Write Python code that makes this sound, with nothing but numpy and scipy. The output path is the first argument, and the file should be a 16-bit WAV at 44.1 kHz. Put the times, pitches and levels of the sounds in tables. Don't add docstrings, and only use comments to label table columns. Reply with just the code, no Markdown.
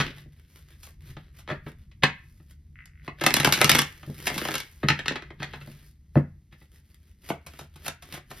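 import sys
import numpy as np
from scipy import signal
from scipy.fft import rfft, irfft
from scipy.io import wavfile

SR = 44100
rng = np.random.default_rng(int(sys.argv[2]) if len(sys.argv) > 2 else 0)


def master_out(mix):
    frames = np.transpose(np.atleast_2d(mix))
    ceiling = np.clip(frames, -1, 1)
    pcm = np.round(ceiling * 32767).astype(np.int16)
    wavfile.write(sys.argv[1], SR, pcm)


N = 370440
TIME = np.arange(N) / SR
SLIDE_TIME = TIME[::64]


def from_db(db):
    return 10 ** (np.asarray(db) / 20)


def unit_energy(x):
    return x / np.sqrt(np.sum(x ** 2) + 1e-30)


def seconds(length):
    return np.arange(int(length * SR)) / SR


def add(track, s, sound):
    start = int(np.clip(s * SR, 0, N - 1))
    track[start:start + len(sound)] += sound[:N - start]


def convolve(x, response):
    return signal.fftconvolve(x, response)[:len(x)]


def butter(x, hz, kind, order):
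    return signal.sosfilt(signal.butter(order, hz, kind, fs=SR, output="sos"), x)


def coloured(x, spectrum):
    hz, db = np.transpose(spectrum)
    bins_hz = np.fft.rfftfreq(N, 1 / SR)
    gain = from_db(np.interp(np.log(bins_hz + 1), np.log(hz), db))
    return unit_energy(irfft(rfft(x) * gain, N)) * np.sqrt(N)


def wander(hz):
    knots = rng.standard_normal(1000)
    return np.interp(SLIDE_TIME * hz, np.arange(len(knots)), knots)


# frequency in Hz, relative level in dB per Hz.
STILL_ROOM_SPECTRUM = [(20, -31), (45, 2), (80, 12), (110, -7), (145, -5), (200, -9.5), (320, -21),
                       (550, -37), (1100, -43.5), (1650, -47), (2000, -32.5), (2400, -44.5), (6000, -39.5),
                       (15000, -45.5)]


def still_room(level_db):
    return from_db(level_db) * coloured(rng.standard_normal(N), STILL_ROOM_SPECTRUM)


def resonances(modes):
    t = seconds(.08)
    ring = np.zeros(len(t))
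    for hz, width, db in modes:
        decay = width * np.exp(-np.pi * width * t)
        ring += from_db(db) * decay * np.cos(2 * np.pi * hz * t)
    return unit_energy(ring)


def disperse(x, hz, count):
    pole = np.exp(-2 * np.pi * hz / SR)
    return signal.sosfilt(np.tile([-pole, 1, 0, 1, -pole, 0], (count, 1)), x)


def cushion(x, hz):
    r = np.exp(-2 * np.pi * hz / SR)
    return signal.lfilter([(1 - r) ** 2], [1, -2 * r, r * r], x)


# frequency in Hz, relative level in dB, time to fall 60 dB in s.
TABLE_TOP_MODES = [(69.6, -19.5, 0.21), (84.6, -21.5, 0.57), (144.36, 2, .19), (173.5, -17.5, 0.36),
                   (193, -14, 0.31), (239.8, -11.5, 0.22), (298.1, -8.5, 0.088), (331, -4.5, 0.085)]


def table_ring(push_ms):
    t = seconds(.4)
    ring = np.zeros(len(t))
    for k, (hz, db, t60) in enumerate(TABLE_TOP_MODES):
        ring += (-1) ** k * from_db(db - 60 * t / t60) * np.sin(2 * np.pi * hz * t)
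    push = t * np.exp(-1000 * t / push_ms)
    return unit_energy(butter(convolve(ring, push), 45, "high", order=2))


# low edge in Hz, high edge in Hz.
REGISTER_EDGES = [(200, 813), (780, 2435), (2300, 4430), (4700, 13000)]
BRIGHTNESS_TILT = (-1.14, 0.18, 1, 1.6)
CLACK_CORNER_HZ, CRACK_CORNER_HZ = 3600, 5560
CORNER_FOLLOWS = 0.94


def contacts(rows, modes, colour_db, ring_db, knock_hz, top_db, grain, slap, bend_hz, detune, count):
    body = from_db(ring_db) * resonances(modes)
    body[0] += 1
    body = disperse(body, bend_hz, count)
    *lower, fizz = [butter(body, edges, "band", order=4) for edges in REGISTER_EDGES]
    top = from_db(top_db) * butter(fizz, 5700, "high", order=3)
    fizz = butter(fizz, 5500, "low", order=3) + top
    corners_hz = [knock_hz, CLACK_CORNER_HZ, CRACK_CORNER_HZ]
    ms = 1000 * np.arange(len(body)) / SR
    one_ms = np.sqrt(SR / 1000)
    cards, table, boom = np.zeros(N), np.zeros(N), table_ring(push_ms=0.42)
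    for s, contact_ms, level_db, bright_db, boom_db in rows:
        hard = from_db(CORNER_FOLLOWS * bright_db)
        stretch = np.exp(detune * rng.standard_normal())
        registers = []
        for register, corner_hz in zip(lower, corners_hz):
            rounded = cushion(register, corner_hz * hard)
            registers.append(np.interp(ms * stretch, ms, rounded, right=0))
        registers.append(fizz)
        crush = np.sqrt(ms) * np.exp(-ms / contact_ms)
        levels_db = level_db + np.array(colour_db) + bright_db * np.array(BRIGHTNESS_TILT)
        for k, (response, db) in enumerate(zip(registers, levels_db)):
            edge_sizes = np.exp(grain * rng.standard_normal(len(ms)))
            force = unit_energy(crush * rng.standard_normal(len(ms)) * edge_sizes)
            force[np.argmax(crush)] += slap / (1 + k) ** 2
            add(cards, s, one_ms * from_db(db) * unit_energy(convolve(force, response)))
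        add(table, s, one_ms * from_db(boom_db) * boom)
    return np.array([cards, table])


# start in seconds, contact time in ms, level in dB, brightness in dB, table boom in dB.
KNOCKS = [(0.0, 2.7, -16.5, 5, -11), (0.0086, 3.9, -18.5, 6.5, -28.5), (0.2571, 3.8, -69, -26, -39),
          (1.1667, 2.8, -36.5, 0.5, -27), (1.476, 1.3, -34.5, 0.5, -42), (1.484, 14, -26, -1, -43),
          (1.4997, 6, -24, -1.5, -31), (1.5104, 6.9, -24, -4.5, -17), (1.663, 7.2, -32.5, -4, -24),
          (1.913, 4.7, -54.5, 8.5, -57), (2.0219, 16.4, -21.5, -1, -27.5), (2.0333, 4.5, -6, 3, -9.5),
          (2.3987, 4.3, -55, -2.5, -38.5), (3.0777, 2.33, -26.5, -2, -28), (4.0296, 3.6, -38.5, 1, -37),
          (4.0741, 3.7, -54, -17, -23), (4.0943, 4.6, -53.5, -25, -19), (4.8303, 5.2, -20.5, -6, -34),
          (4.841, 1.8, -35.5, -9, -9), (4.8849, 2.15, -12.5, 8, -20), (4.8996, 3.65, -12.5, 3.5, -9.5),
          (4.99, 3.1, -24.5, 4, -35), (5.0577, 3.15, -25, 4, -45), (5.0807, 1.16, -17, 7.5, -24.5),
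          (5.1077, 1.5, -27.5, -8, -34), (5.12, 2.2, -31, 5.5, -47), (5.155, 5.1, -23, 2, -43),
          (5.2213, 2.3, -33.5, 1.5, -41), (5.3034, 2.8, -36, -2.5, -51), (5.401, 2.2, -34.5, 1, -24.5),
          (5.4197, 4.2, -29, 0, -48), (5.429, 1.74, -27, 7, -27.5), (5.5336, 6.7, -29.5, 1.5, -46),
          (5.6091, 6.1, -39.5, 2.5, -62), (5.6721, 6.8, -46, -11.5, -47), (6.1549, 0.95, -25.5, -10, -14),
          (6.1629, 7.5, -21.5, -15, 0.5), (6.5253, 2.84, -49.5, 5.5, -38.5), (6.6129, 5, -50, -0.5, -44)]
# frequency in Hz, width in Hz, relative level in dB.
STIFF_PACKET_MODES = [(865, 58, -12.5), (1031, 34, -23), (1320, 91, 8.5), (1750, 350, 5), (1961, 130, 10),
                      (2550, 64, 1.5), (2570, 43, 8), (3210, 62, 4), (3340, 66, 5.5), (3720, 50, -1.5),
                      (4240, 61, -26)]
KNOCK_COLOUR = (-2, -0.5, -5.5, -18)


def knocked_packets():
    return contacts(KNOCKS, STIFF_PACKET_MODES, KNOCK_COLOUR, ring_db=-9, knock_hz=764, top_db=-18.5,
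                    grain=0.45, slap=1.0, bend_hz=450, detune=.025, count=6)


# time of fastest slide in seconds, length in s, rub level in dB, hiss above the rub in dB.
SLIDES = [(0.022, 0.13, -38, -33), (0.187, 0.071, -54.5, -4), (0.406, 0.17, -70.5, -1),
          (0.573, 0.093, -64, 4.5), (0.723, 0.073, -62.5, -1), (0.862, 0.099, -64, 6.5),
          (1.091, 0.074, -57.5, 1), (1.224, 0.13, -64, -9), (1.387, 0.052, -61.5, 1.5),
          (1.532, 0.076, -60, -12), (1.686, 0.043, -59, -0.5), (1.82, 0.058, -69, -1), (2.34, 0.19, -74, 7),
          (2.514, .04, -64.5, 4.5), (3.065, .04, -57, -5), (3.202, 0.025, -50, -22),
          (3.367, 0.12, -37.5, -7), (3.663, 0.26, -40, 0.5), (3.926, 0.4, -60, 2.5),
          (4.226, 0.19, -58.5, 5.5), (4.269, 0.018, -36, 3), (4.436, 0.25, -41, -1),
          (4.768, 0.17, -65.5, 6.5), (4.957, 0.15, -49, -34), (5.266, 0.088, -63, -22),
          (5.437, .04, -43, -31), (5.51, 0.094, -54.5, -24), (5.721, 0.2, -59, 1), (5.882, 0.059, -67, 8),
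          (6.18, 0.037, -60, 3.5), (6.535, 0.022, -58.5, -10), (6.622, 0.061, -68, 4),
          (6.764, 0.064, -65.5, 3.5), (6.913, 0.081, -73, 4), (7.074, 0.12, -71.5, 3),
          (7.291, 0.069, -53, 2.5), (7.58, 0.11, -55.5, -0.5), (7.803, 0.1, -63.5, 0),
          (7.872, 0.044, -47, 2.5), (8.068, 0.051, -58, 1), (8.15, 0.048, -42, -3), (8.41, 0.11, -51, 1.5)]
# frequency in Hz, relative level in dB per Hz.
RUB_SPECTRUM = [(150, 1), (350, 5), (800, -9.5), (1500, -2.5), (2000, 1), (2500, -3), (3400, -2),
                (5000, -10.5), (7000, -23.5)]
# frequency in Hz, relative level in dB per Hz.
HISS_SPECTRUM = [(2500, -30.5), (4700, 0.5), (7000, -4), (9000, -1.5), (12000, -1), (14000, -2), (15500, 0)]
SLIDE_RISE_SHARE, SLIDE_SHAPE = 0.57, 1.95
CREEP_DB, CREEP_HISS_DB, CREEP_WANDER_DB = -85, -1, 3


def slide_power(s, length):
    before = (s - SLIDE_TIME) / SLIDE_RISE_SHARE
    after = (SLIDE_TIME - s) / (1 - SLIDE_RISE_SHARE)
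    away = np.where(SLIDE_TIME < s, before, after) / length
    return np.exp(-away ** SLIDE_SHAPE)


def sliding_faces(catches_per_s, catch_db, catch_ms, flutter_db):
    rub_power = from_db(CREEP_DB + CREEP_WANDER_DB * wander(hz=12)) ** 2
    hiss_power = rub_power * from_db(CREEP_HISS_DB) ** 2
    for s, length, rub_db, hiss_db in SLIDES:
        power = from_db(rub_db) ** 2 * slide_power(s, length)
        rub_power = rub_power + power
        hiss_power = hiss_power + power * from_db(hiss_db) ** 2
    catches = (rng.random(N) < catches_per_s / SR) * np.minimum(rng.exponential(1, N), 2)
    catch_decay = np.exp(-1000 / (catch_ms * SR))
    friction = 1 + from_db(catch_db) * signal.lfilter([1], [1, -catch_decay], catches)
    flutter = np.sqrt(N) * unit_energy(butter(rng.standard_normal(N), 110, "low", order=2))
    friction = friction * from_db(flutter_db * flutter)
    rub = coloured(friction * rng.standard_normal(N), RUB_SPECTRUM)
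    hiss = coloured(friction * rng.standard_normal(N), HISS_SPECTRUM)
    rub_level = np.sqrt(np.interp(TIME, SLIDE_TIME, rub_power))
    hiss_level = np.sqrt(np.interp(TIME, SLIDE_TIME, hiss_power))
    return rub_level * rub + hiss_level * hiss


# time in seconds, rumble level in dB.
STIRRING = [(0.1, -44), (0.45, -62.5), (0.85, -56.5), (1.1, -45), (1.35, -55.5), (1.6, -49.5), (2.6, -57),
            (3.75, -48.5), (4.0, -57.5), (4.15, -47), (4.7, -60), (5.7, -46.5), (6.0, -64), (6.33, -49.5),
            (6.6, -75), (8.4, -56)]


def stirred_table():
    rumble = convolve(rng.standard_normal(N), table_ring(push_ms=5.1))
    return from_db(np.interp(TIME, *np.transpose(STIRRING))) * rumble


# start in seconds, contact time in ms, level in dB, brightness in dB, table boom in dB.
HAND_DROPS = [(0.8293, 10, -46, 5, -57), (0.8699, 2.45, -47, -4, -61), (1.3846, 11, -47, 1.5, -42),
              (2.856, 1.63, -55, 6, -48.5), (7.2873, 6.4, -33, 0, -37.5), (7.3009, 2.7, -20, -9, -23.5),
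              (7.463, 6.6, -37, 0, -35.5), (7.535, 2, -43, -4.5, -44), (7.5883, 5.3, -33.5, -2.5, -56),
              (7.6104, 1.63, -38, -4.5, -32.5), (7.7573, 4.3, -44, -1.5, -37.5),
              (7.8603, 5.6, -28, -0.5, -50), (7.88, 2.63, -24.5, 0.5, -29.5), (8.0223, 5.8, -40.5, 0, -46),
              (8.1376, 5.4, -33.5, -0.5, -30), (8.174, 2.6, -37.5, -5.5, -48),
              (8.3036, 4.5, -40.5, -1.5, -33.5), (8.3123, 3.4, -34, -4, -45)]
# frequency in Hz, width in Hz, relative level in dB.
CUPPED_HAND_MODES = [(370, 30, 11), (686, 56, 31), (1320, 310, 21), (2630, 540, 11)]
DROP_COLOUR = (-5.5, -1, -1, 1)


def dropped_packets():
    return contacts(HAND_DROPS, CUPPED_HAND_MODES, DROP_COLOUR, ring_db=-18, knock_hz=1390, top_db=-3.5,
                    grain=0.67, slap=1.1, bend_hz=456, detune=0.037, count=6)


# time in seconds, slips per second, level in dB.
THUMB_CREAK = [(2.757, 29.7, -43.5), (2.789, 60, -38), (2.881, 53, -53.5), (2.92, 52, -58.5),
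               (2.991, 46, -49), (3.04, 43, -53)]
# frequency in Hz, width in Hz, relative level in dB.
BENT_PACKET_MODES = [(1550, 220, 3.5), (1990, 240, 14.5), (2550, 320, 1)]


def creak(unevenness, scrape_db):
    s, per_s, db = np.transpose(THUMB_CREAK)
    slips, now = np.zeros(N), s[0]
    while now < s[-1]:
        slips[int(now * SR)] = np.sqrt(SR / 1000)
        now += np.exp(unevenness * rng.standard_normal()) / np.interp(now, s, per_s)
    scrape = from_db(scrape_db) * rng.standard_normal(N)
    bending = (TIME >= s[0] - .001) & (TIME < s[-1])
    force = (slips + scrape) * from_db(np.interp(TIME, s, db)) * bending
    return butter(convolve(force, resonances(BENT_PACKET_MODES)), [1250, 2750], "band", order=3)


# start in seconds, length in s, cards per second, level in dB, brightness in dB.
CARD_FLURRIES = [(3.3, .53, 26, -25.5, -1.5), (4.3, .34, 24, -47, 1)]
FLICK_MS, FLICK_SCATTER_DB, FLICK_BOOM_DB = 1.2, 3, -4


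def flicks():
    rows = []
    for start, length, per_s, db, bright_db in CARD_FLURRIES:
        for k, (late, louder, harder) in enumerate(rng.standard_normal((40, 3))):
            after = (k + np.clip(.3 * late, -.5, .5)) / per_s
            if after < length:
                level_db = db + FLICK_SCATTER_DB * louder
                card_bright_db = bright_db + FLICK_SCATTER_DB * harder
                rows.append((start + after, FLICK_MS, level_db, card_bright_db, db + FLICK_BOOM_DB))
    return rows


# start in seconds, contact time in ms, level in dB, brightness in dB, table boom in dB.
CLUMPS = [(3.21, 5.1, -19, -4.5, -29), (3.237, 3.06, -17.5, -1.5, -20.5), (3.263, 2.8, -7.5, -0.5, -18.5),
          (3.306, 0.67, -20.5, -1, -27.5), (3.3397, 1.3, -19, 7.5, -25), (3.365, 2.95, -14, 0.5, -26),
          (3.3983, 3.6, -15.5, 0, -13.5), (3.446, 2.2, -9, -0.5, -22), (3.4563, 1.4, -18.5, -0.5, -20),
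          (3.4713, 2.1, -13.5, -5.5, -10), (3.523, 2.6, -14, 4, -15.5), (3.5336, 5.8, -19, 3, -29.5),
          (3.574, 2, -24.5, 0.5, -24.5), (3.6043, 6.1, -17, -4, -17.5), (3.6137, 1.8, -7.5, -1, -17),
          (3.6433, 2.4, -14, 4, -9), (3.693, 3.5, -8, 2.5, -27), (3.7157, 1.36, -13, 3, -12.5),
          (3.748, 1.9, -12, -1, -13), (3.753, 0.85, -15.5, 2, -29), (3.784, 3.9, -14.5, -0.5, -31),
          (3.7893, 1.7, -14.5, 3.5, -22), (3.817, 2, -23, 3, -28), (4.2685, 3.86, -17, -0.5, -46.5),
          (4.2777, 1.3, -28, 6.5, -45), (4.2997, 1.43, -25, -3, -52), (4.314, 1.2, -36, -9, -28.5),
          (4.3427, 4.1, -37, 4.5, -46), (4.3596, 2.8, -33, -13.5, -39), (4.3783, 3.3, -24, 2, -34),
          (4.4153, 0.72, -23.5, -5.5, -48), (4.4507, 2.4, -21.5, -2.5, -42),
          (4.4853, 2.1, -21.5, -4, -27.5), (4.5153, 1.3, -26.5, -2, -44), (4.5393, 3.1, -23, 0, -37.5),
          (4.553, 2.6, -23, 2.5, -31), (4.5793, 3.4, -37, 8, -54), (4.6003, 3.25, -30.5, 2.5, -47)]
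# frequency in Hz, width in Hz, relative level in dB.
LOOSE_CARD_MODES = [(830, 24, -3.5), (1330, 67, -5.5), (1700, 310, -0.5), (2130, 62, 4.5), (2770, 16, 2.5),
                    (2800, 27, 5), (3260, 69, 1.5), (3840, 56, -19), (5360, 44, -6)]
SNAP_COLOUR = (-5.5, -0.5, -1, -2)


def springing_cards():
    return contacts(list(CLUMPS) + flicks(), LOOSE_CARD_MODES, SNAP_COLOUR, ring_db=-11.5, knock_hz=1100,
                    top_db=-7.5, grain=0.45, slap=1.2, bend_hz=600, detune=0.046, count=8)


def soften(x, hz, shelf_db):
    low = butter(x, hz, "low", order=1)
    return low + from_db(shelf_db) * (x - low)


def reflections(t60, late_db, late_t60, wall_hz):
    t = seconds(.6)
    early = rng.standard_normal(len(t)) * from_db(-60 * t / t60)
    late = butter(rng.standard_normal(len(t)), [1500, 2400], "band", order=1)
    late = late * from_db(late_db - 60 * t / late_t60)
    echoes = (early + late) * (t > .004)
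    return soften(unit_energy(echoes), hz=wall_hz, shelf_db=-21)


def room(x, wet_db, apart_db, move_s, count):
    out = np.array([x, x])
    for place in range(count):
        distance = np.abs((TIME / move_s - place + 1) % count - 1)
        here = x * np.sqrt(np.maximum(1 - distance, 0))
        shared, apart = [reflections(t60=0.16, late_db=-7.0, late_t60=0.35, wall_hz=5560) for _ in range(2)]
        apart = from_db(apart_db) * butter(apart, [900, 15000], "band", order=1)
        responses = np.array([shared + apart, shared - apart])
        out += from_db(wet_db) * signal.oaconvolve(here[None], responses, axes=1)[:, :N]
    return out


def scene():
    still = still_room(level_db=-54)
    cards, table = knocked_packets() + dropped_packets() + springing_cards()
    cards = cards + sliding_faces(catches_per_s=63, catch_db=6.5, catch_ms=1.0, flutter_db=3.0)
    cards = cards + creak(unevenness=0.028, scrape_db=-28)
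    table = table + stirred_table()
    heard = room(cards, wet_db=-3.5, apart_db=-4.0, move_s=.06, count=7)
    return heard + table + still


def record(dry):
    lag_from_hz, lag_s, cutoff_hz = 3900, 130e-6, 16000
    phase = -2 * np.pi * lag_s * np.maximum(np.fft.rfftfreq(N, 1 / SR) - lag_from_hz, 0)
    left = from_db(0.53) * irfft(rfft(dry[0]) * np.exp(1j * phase), N)
    pair = np.clip([left, dry[1]], -1, 1)
    return signal.sosfilt(signal.ellip(10, .1, 80, cutoff_hz, fs=SR, output="sos"), pair)


dry = scene()
out = record(dry)
master_out(out)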